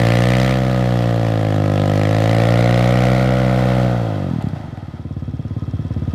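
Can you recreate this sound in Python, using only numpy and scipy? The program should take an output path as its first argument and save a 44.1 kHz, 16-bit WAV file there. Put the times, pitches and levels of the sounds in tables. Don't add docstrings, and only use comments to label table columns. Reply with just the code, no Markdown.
import sys
import numpy as np
from scipy import signal
from scipy.fft import rfft, irfft
from scipy.io import wavfile
from scipy.ndimage import uniform_filter1d

SR = 44100
rng = np.random.default_rng(int(sys.argv[2]) if len(sys.argv) > 2 else 0)


def transcribe(u):
    v = np.clip(np.atleast_2d(u).T, -1, 1)
    q = np.round(v * 32767).astype(np.int16)
    wavfile.write(sys.argv[1], SR, q)


N = 270774
TIME = np.arange(N) / SR


def undb(db):
    return 10 ** (np.asarray(db) / 20)


def curve(table, t):
    return np.interp(t, *np.transpose(table))


def unit_rms(x):
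    return x / np.sqrt(np.mean(x ** 2))


def noise():
    return rng.standard_normal(N)


def grains(spread_db, size=1):
    strength = np.minimum(rng.exponential(size=N // size + 1), 3.5)
    return unit_rms(noise() * undb(spread_db * strength).repeat(size)[:N])


def scatter(times, spread_db):
    return undb(spread_db * rng.standard_normal(len(times)))


def pulses(times, sizes):
    place = np.clip(times * SR, 0, N)
    index, frac = place.astype(int), place % 1
    return (np.bincount(index, sizes * (1 - frac), N + 2) + np.bincount(index + 1, sizes * frac, N + 2))[:N]


def burst(rise_s, fall_s, size=4096):
    t = TIME[:size]
    shape = (1 - np.exp(-t / rise_s)) ** 2 * np.exp(-t / fall_s)
    return shape / shape.max()


def response(spectrum, size=8192):
    hz, db = np.transpose(spectrum)
    f = np.maximum(np.arange(size // 2 + 1) * SR / size, 1)
    skirts = np.minimum(f / hz[0], 1) * np.minimum(hz[-1] / f, 1) ** 2
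    magnitude = undb(np.interp(np.log(f), np.log(hz), db)) * skirts
    cepstrum = irfft(np.log(magnitude))
    cepstrum[1:size // 2] *= 2
    cepstrum[size // 2 + 1:] = 0
    impulse = irfft(np.exp(rfft(cepstrum)))
    return impulse / np.linalg.norm(impulse)


def ring(x, impulse):
    return signal.oaconvolve(x, impulse)[:N]


def resonance(x, hz, width_hz):
    return signal.lfilter(*signal.iirpeak(hz, hz / width_hz, fs=SR), x)


def clang(x, ring_db, decay_s, size=2048):
    tail = rng.standard_normal(size) * np.exp(-TIME[:size] / decay_s)
    ringing = ring(x, tail / np.linalg.norm(tail))
    return (x + undb(ring_db) * ringing) / np.hypot(1, undb(ring_db))


def disperse(x, corner_hz):
    warped = np.tan(np.pi * corner_hz / SR)
    coeff = (warped - 1) / (warped + 1)
    return signal.lfilter([coeff, 1], [1, coeff], x)


# t/s, f/Hz
FIRING_RATE = [(0.0, 56.69), (0.48, 64.49), (0.75, 62.82), (1.6, 51.63), (1.85, 49.78), (2.5, 58.04),
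               (3.2, 63.59), (3.8, 62.44)]
RUN_DOWN_AT_S, RUN_DOWN_S, IDLE_HZ = 3.758, 1.196, 17.544


def firing_hz(t):
    progress = np.clip((t - RUN_DOWN_AT_S) / RUN_DOWN_S, 0, 1)
    return IDLE_HZ + (curve(FIRING_RATE, t) - IDLE_HZ) * np.cos(np.pi / 2 * progress) ** 2


def cycle_times(cycles, phase):
    crossings = np.arange(np.floor(cycles[0] - phase), cycles[-1] - phase) + phase
    return np.interp(crossings, cycles, TIME)


def spacing_gain(t):
    return np.sqrt(SR / firing_hz(t))


# t/s, opening/0-1
GRIP = [(0, 0.96), (.46, 0.85), (.62, 0.57), (1.1, 0.54), (1.65, 0.61), (1.95, 0.78), (2.4, 0.78),
        (3.05, 0.72), (3.35, 0.53), (3.8, 0.5), (4.0, 0.2), (4.3, 0.05)]
SHUT_S = 4.3


def throttle(t):
    return np.clip(curve(GRIP, t), .02, 1)


DIG_S, DIG_RAMP_S, WHEEL_STOP_S, STOP_RAMP_S = 2.14, 0.4, 5.02, 0.096


def dug_in(t):
    buried = np.clip(.5 + (t - DIG_S) / DIG_RAMP_S, 0, 1)
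    spinning = np.clip(.5 + (WHEEL_STOP_S - t) / STOP_RAMP_S, 0, 1)
    return buried * spinning


WORKING_HZ = 60


def drive(law_db, t):
    base_db, speed_db, throttle_db, dug_db = law_db
    octaves = np.log2(firing_hz(t) / WORKING_HZ)
    return undb(base_db + speed_db * octaves + throttle_db * np.log2(throttle(t)) + dug_db * dug_in(t))


# f/Hz, level/dB
SPRAY_SPECTRUM = [(300, -12.5), (1000, 8), (2000, -0.5), (3400, 1), (4600, -4), (6500, -12.5), (10000, -19),
                  (15000, -20.5)]
# t/s, level/dB
STONE_HITS = [(4.424, -31), (4.487, -33)]
SAND_LAW_DB = (-36, 12, 4, -0.5)


def sand():
    drift = uniform_filter1d(uniform_filter1d(noise(), size=1500), size=1500)
    gusts = undb(1.5 * unit_rms(drift))
    spray = ring(drive(SAND_LAW_DB, TIME) * gusts * grains(spread_db=4.7), response(SPRAY_SPECTRUM))
    times, db = np.transpose(STONE_HITS)
    hits = ring(pulses(times, undb(db)), burst(.0001, 0.00093)) * noise()
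    clicks = ring(hits, response([(2000, 0), (5000, 1), (14000, -18)]))
    return spray + undb(-3) * clicks


# f/Hz, level/dB
GUARD_SPECTRUM = [(80, 2), (300, 5.5), (420, -25), (570, 8.5), (700, 7.5), (890, 4.5), (1060, -12),
                  (1280, 1), (1470, -0.5), (1660, -8), (1990, -1.5), (2300, -14), (4400, -16.5),
                  (9000, -32.5)]
# t/s, level/dB, decay/s
CHAIN_SLAPS = [(4.408, -17.5, 0.015), (4.552, -24.5, 0.092), (4.631, -43, 0.038), (4.773, -19, 0.0041)]
CHAIN_LAW_DB = (-40, 4, 1.5, 9.5)


def chain():
    rush = drive(CHAIN_LAW_DB, TIME) * ring(noise(), response(GUARD_SPECTRUM))
    envelope = sum(undb(db) * (TIME > t) * np.exp(-np.abs(TIME - t) / decay_s)
                   for t, db, decay_s in CHAIN_SLAPS)
    slap_body = response([(350, -25), (600, -2), (800, 2.5), (1050, -14), (3000, -22)])
    return rush + undb(-13) * ring(envelope * noise(), slap_body)


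# f/Hz, level/dB
CASE_SPECTRUM = [(50, -6), (130, 1), (300, 8), (400, 6.5), (520, -3.5), (750, 0.5), (1100, -9.5),
                 (1400, -20), (1700, -13.5), (3000, -16.5), (4400, -21.5), (7000, -38), (10000, -41.5),
                 (15000, -51)]
# f/Hz, width/Hz, level/dB
CASE_RESONANCES = [(1019, 77, 15), (1230, 49, 17), (1860, 35, -31), (2550, 48, 1), (3184, 65, 7)]
GEAR_LAW_DB, KNOCK_LAW_DB = (-34.5, 7, 0, -.5), (10.5, -2, 4, -5.5)


def crankcase(cycles):
    rattle = grains(spread_db=2.2, size=64) * (1 + 0.045 * np.cos(4 * np.pi * cycles))
    t = cycle_times(cycles, phase=.15)
    knocks = pulses(t, drive(KNOCK_LAW_DB, t) * spacing_gain(t) * scatter(t, 1.5))
    impacts = undb(8.5) * rattle + knocks
    modes = sum(undb(db) * resonance(impacts, hz, width) for hz, width, db in CASE_RESONANCES)
    clatter = ring(clang(rattle, ring_db=0, decay_s=0.021), response(CASE_SPECTRUM))
    return drive(GEAR_LAW_DB, TIME) * (clatter + undb(-4.5) * unit_rms(modes))


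# phase/cycles after firing, level/dB
VALVE_CLOSINGS = [(.315, -9), (0.572, -5)]
# f/Hz, width/Hz, level/dB
VALVE_MODES = [(3340, 150, -5), (3850, 400, -1), (5040, 190, -3), (5430, 94, 9), (5840, 43, 0)]
VALVE_LAW_DB = (-20, -1.5, 0.5, -4)


def valves(cycles):
    ticks = np.zeros(N)
    for phase, tap_db in VALVE_CLOSINGS:
        t = cycle_times(cycles, phase)
        taps = pulses(t, undb(tap_db) * drive(VALVE_LAW_DB, t) * scatter(t, 2.0))
        ticks += sum(undb(db) * resonance(taps, hz, width) for hz, width, db in VALVE_MODES)
    return ticks


INTAKE_LAW_DB = (-16.5, 36, 2.5, 5.5)


def intake(firings):
    t = firings[firings < SHUT_S]
    sizes = drive(INTAKE_LAW_DB, t) * spacing_gain(t) * scatter(t, 2.0)
    gulps = pulses(t + .58 / firing_hz(t), sizes)
    return resonance(resonance(gulps, hz=1367, width_hz=132), hz=1480, width_hz=147)


# f/Hz, level/dB
PUTT_SPECTRUM = [(30, -12), (52, -45), (72, 3.5), (95, 6), (120, 3.5), (160, 2), (187, -10), (225, -3),
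                 (300, -8.5), (350, -14), (390, -50), (460, -18.5), (720, -27.5), (1000, -55)]
# f/Hz, level/dB
POP_SPECTRUM = [(40, -49), (90, 2.5), (150, 4.5), (230, 1.5), (310, -6), (400, -22), (700, -21),
                (1500, -56)]
# t/s, level/dB
FUEL_POPS = [(4.31, -10.5), (4.3343, -10.5), (4.3593, -11.5), (4.3844, -11.5), (4.44, -10), (4.4685, -11),
             (4.5317, -14)]
PUTT_LAW_DB = (-27.5, -0.5, 0, -2.5)


def idle(firings):
    t = firings[firings >= SHUT_S]
    sizes = drive(PUTT_LAW_DB, t) * spacing_gain(t) * scatter(t, 0.66)
    silencer = response(PUTT_SPECTRUM)
    putts = ring(pulses(t + 0.00023, sizes), silencer)
    uneven_burn = ring(pulses(t, sizes), burst(0.0054, 0.015)) * noise()
    flutter = ring(uneven_burn, silencer)
    times, db = np.transpose(FUEL_POPS)
    pop = response(POP_SPECTRUM)
    pops = ring(pulses(times, undb(db)), pop / np.abs(pop).max())
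    return disperse(putts + undb(-36) * flutter + pops, corner_hz=190)


COOL_PITCH, HEAT_RISE, HEAT_LAG_S, DUG_LOAD = 0.853, 0.15, 0.31, 0.97


def heat_factor(t):
    power = throttle(TIME) * firing_hz(TIME) / WORKING_HZ * (1 + DUG_LOAD * dug_in(TIME))
    step = 1 / (HEAT_LAG_S * SR)
    warmth = power[0] + signal.lfilter([step], [1, step - 1], power - power[0])
    return COOL_PITCH + HEAT_RISE * np.interp(t, TIME, warmth)


# f/Hz, width/Hz, level/dB
CROSS_MODES = [(998, 120, -9), (1400, 110, -3.5), (1765, 56, 4), (2015, 266, 5), (2060, 520, -4.5),
               (3020, 570, -17)]


def silencer_ring(times, sizes):
    age = TIME[:768] * heat_factor(times)[:, None]
    waves = np.zeros_like(age)
    for k, (hz, width, db) in enumerate(CROSS_MODES):
        envelope = undb(db) * width / SR * np.exp(-np.pi * width * age)
        waves += (-1) ** k * envelope * np.sin(2 * np.pi * hz * age)
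    place = (times * SR).astype(int)[:, None] + np.arange(age.shape[1])
    return np.bincount(place.ravel(), (sizes[:, None] * waves).ravel(), N)[:N]


# f/Hz, level/dB
THUMP_SPECTRUM = [(35, -38), (60, -8), (100, 2), (122, 5.5), (165, -3), (190, 0), (215, -11.5), (255, -6.5),
                  (310, -7.5), (360, -13), (400, -29), (800, -60.5)]
# f/Hz, level/dB
BARK_SPECTRUM = [(300, -33.5), (400, -26.5), (455, -3), (520, 3), (565, 3.5), (625, -4), (700, -0.5),
                 (810, -8.5), (930, -26), (1300, -16.5), (1620, -51), (2700, -28.5), (5000, -81.5)]
# f/Hz, level/dB
RASP_SPECTRUM = [(100, -6.5), (350, 0), (560, -22.5), (800, -12), (1000, -39), (1600, -2.5), (2000, 3),
                 (2600, -2.5), (3400, -3), (5000, -10), (7000, -15.5), (10000, -22), (15000, -29.5)]
THUMP_LAW_DB, RASP_LAW_DB = (-15, -6.5, 2.5, 1.18), (-25, 7.5, 13, 1)
BARK_LAW_DB, GROWL_LAW_DB = (-21, 2, 3.5, 2), (-11, -7, 1, 4)
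RING_LAW_DB = (2.5, 16, 12, 1.5)


def exhaust(firings):
    t = firings[firings < SHUT_S]
    t = t + .00002 * rng.standard_normal(len(t))
    spacing = spacing_gain(t)
    bark_sizes = drive(BARK_LAW_DB, t) * scatter(t, 0.16)
    gas_sizes = drive(RASP_LAW_DB, t) * scatter(t, 0.36)
    thump_sizes = drive(THUMP_LAW_DB, t) * spacing * scatter(t, 0.37)
    thump = disperse(ring(pulses(t, thump_sizes), response(THUMP_SPECTRUM)), corner_hz=314)
    growl = ring(pulses(t, bark_sizes * drive(GROWL_LAW_DB, t)), burst(0.0005, 0.012)) * noise()
    bark = -ring(pulses(t, bark_sizes * spacing) + growl, response(BARK_SPECTRUM))
    ring_sizes = drive(RING_LAW_DB, t) * spacing * scatter(t, 0.98)
    ringing = silencer_ring(np.maximum(t - .0013, 0), ring_sizes)
    jet = ring(pulses(t + 0.00051, gas_sizes), burst(0.00055, 0.0013)) * noise()
    rasp = ring(clang(jet, ring_db=-11.5, decay_s=0.015), response(RASP_SPECTRUM))
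    return thump + bark + ringing + undb(7) * rasp


SWELL_DB_PER_S = 4.5


def scene():
    cycles = .083 + np.cumsum(firing_hz(TIME)) / SR
    firings = cycle_times(cycles, phase=0)
    engine = exhaust(firings) + intake(firings) + idle(firings) + crankcase(cycles) + valves(cycles)
    swell = undb(SWELL_DB_PER_S * np.maximum(TIME - WHEEL_STOP_S, 0))
    bike = (engine + chain() + sand()) * swell
    return np.array([bike, bike])


# f/Hz, level/dB
SIDE_SPECTRUM = [(60, -69), (250, -35), (1000, -12.5), (4000, -2.5), (12000, 15.5), (20000, 14)]
LOWPASS_HZ = 15550


def record(dry):
    side = undb(-10.5) * ring(clang(dry[0], ring_db=37, decay_s=0.02), response(SIDE_SPECTRUM))
    lowpass = signal.ellip(10, .2, 80, LOWPASS_HZ, fs=SR, output="sos")
    return signal.sosfilt(lowpass, dry + np.array([side, -side]))


dry = scene()
out = record(dry)
transcribe(out)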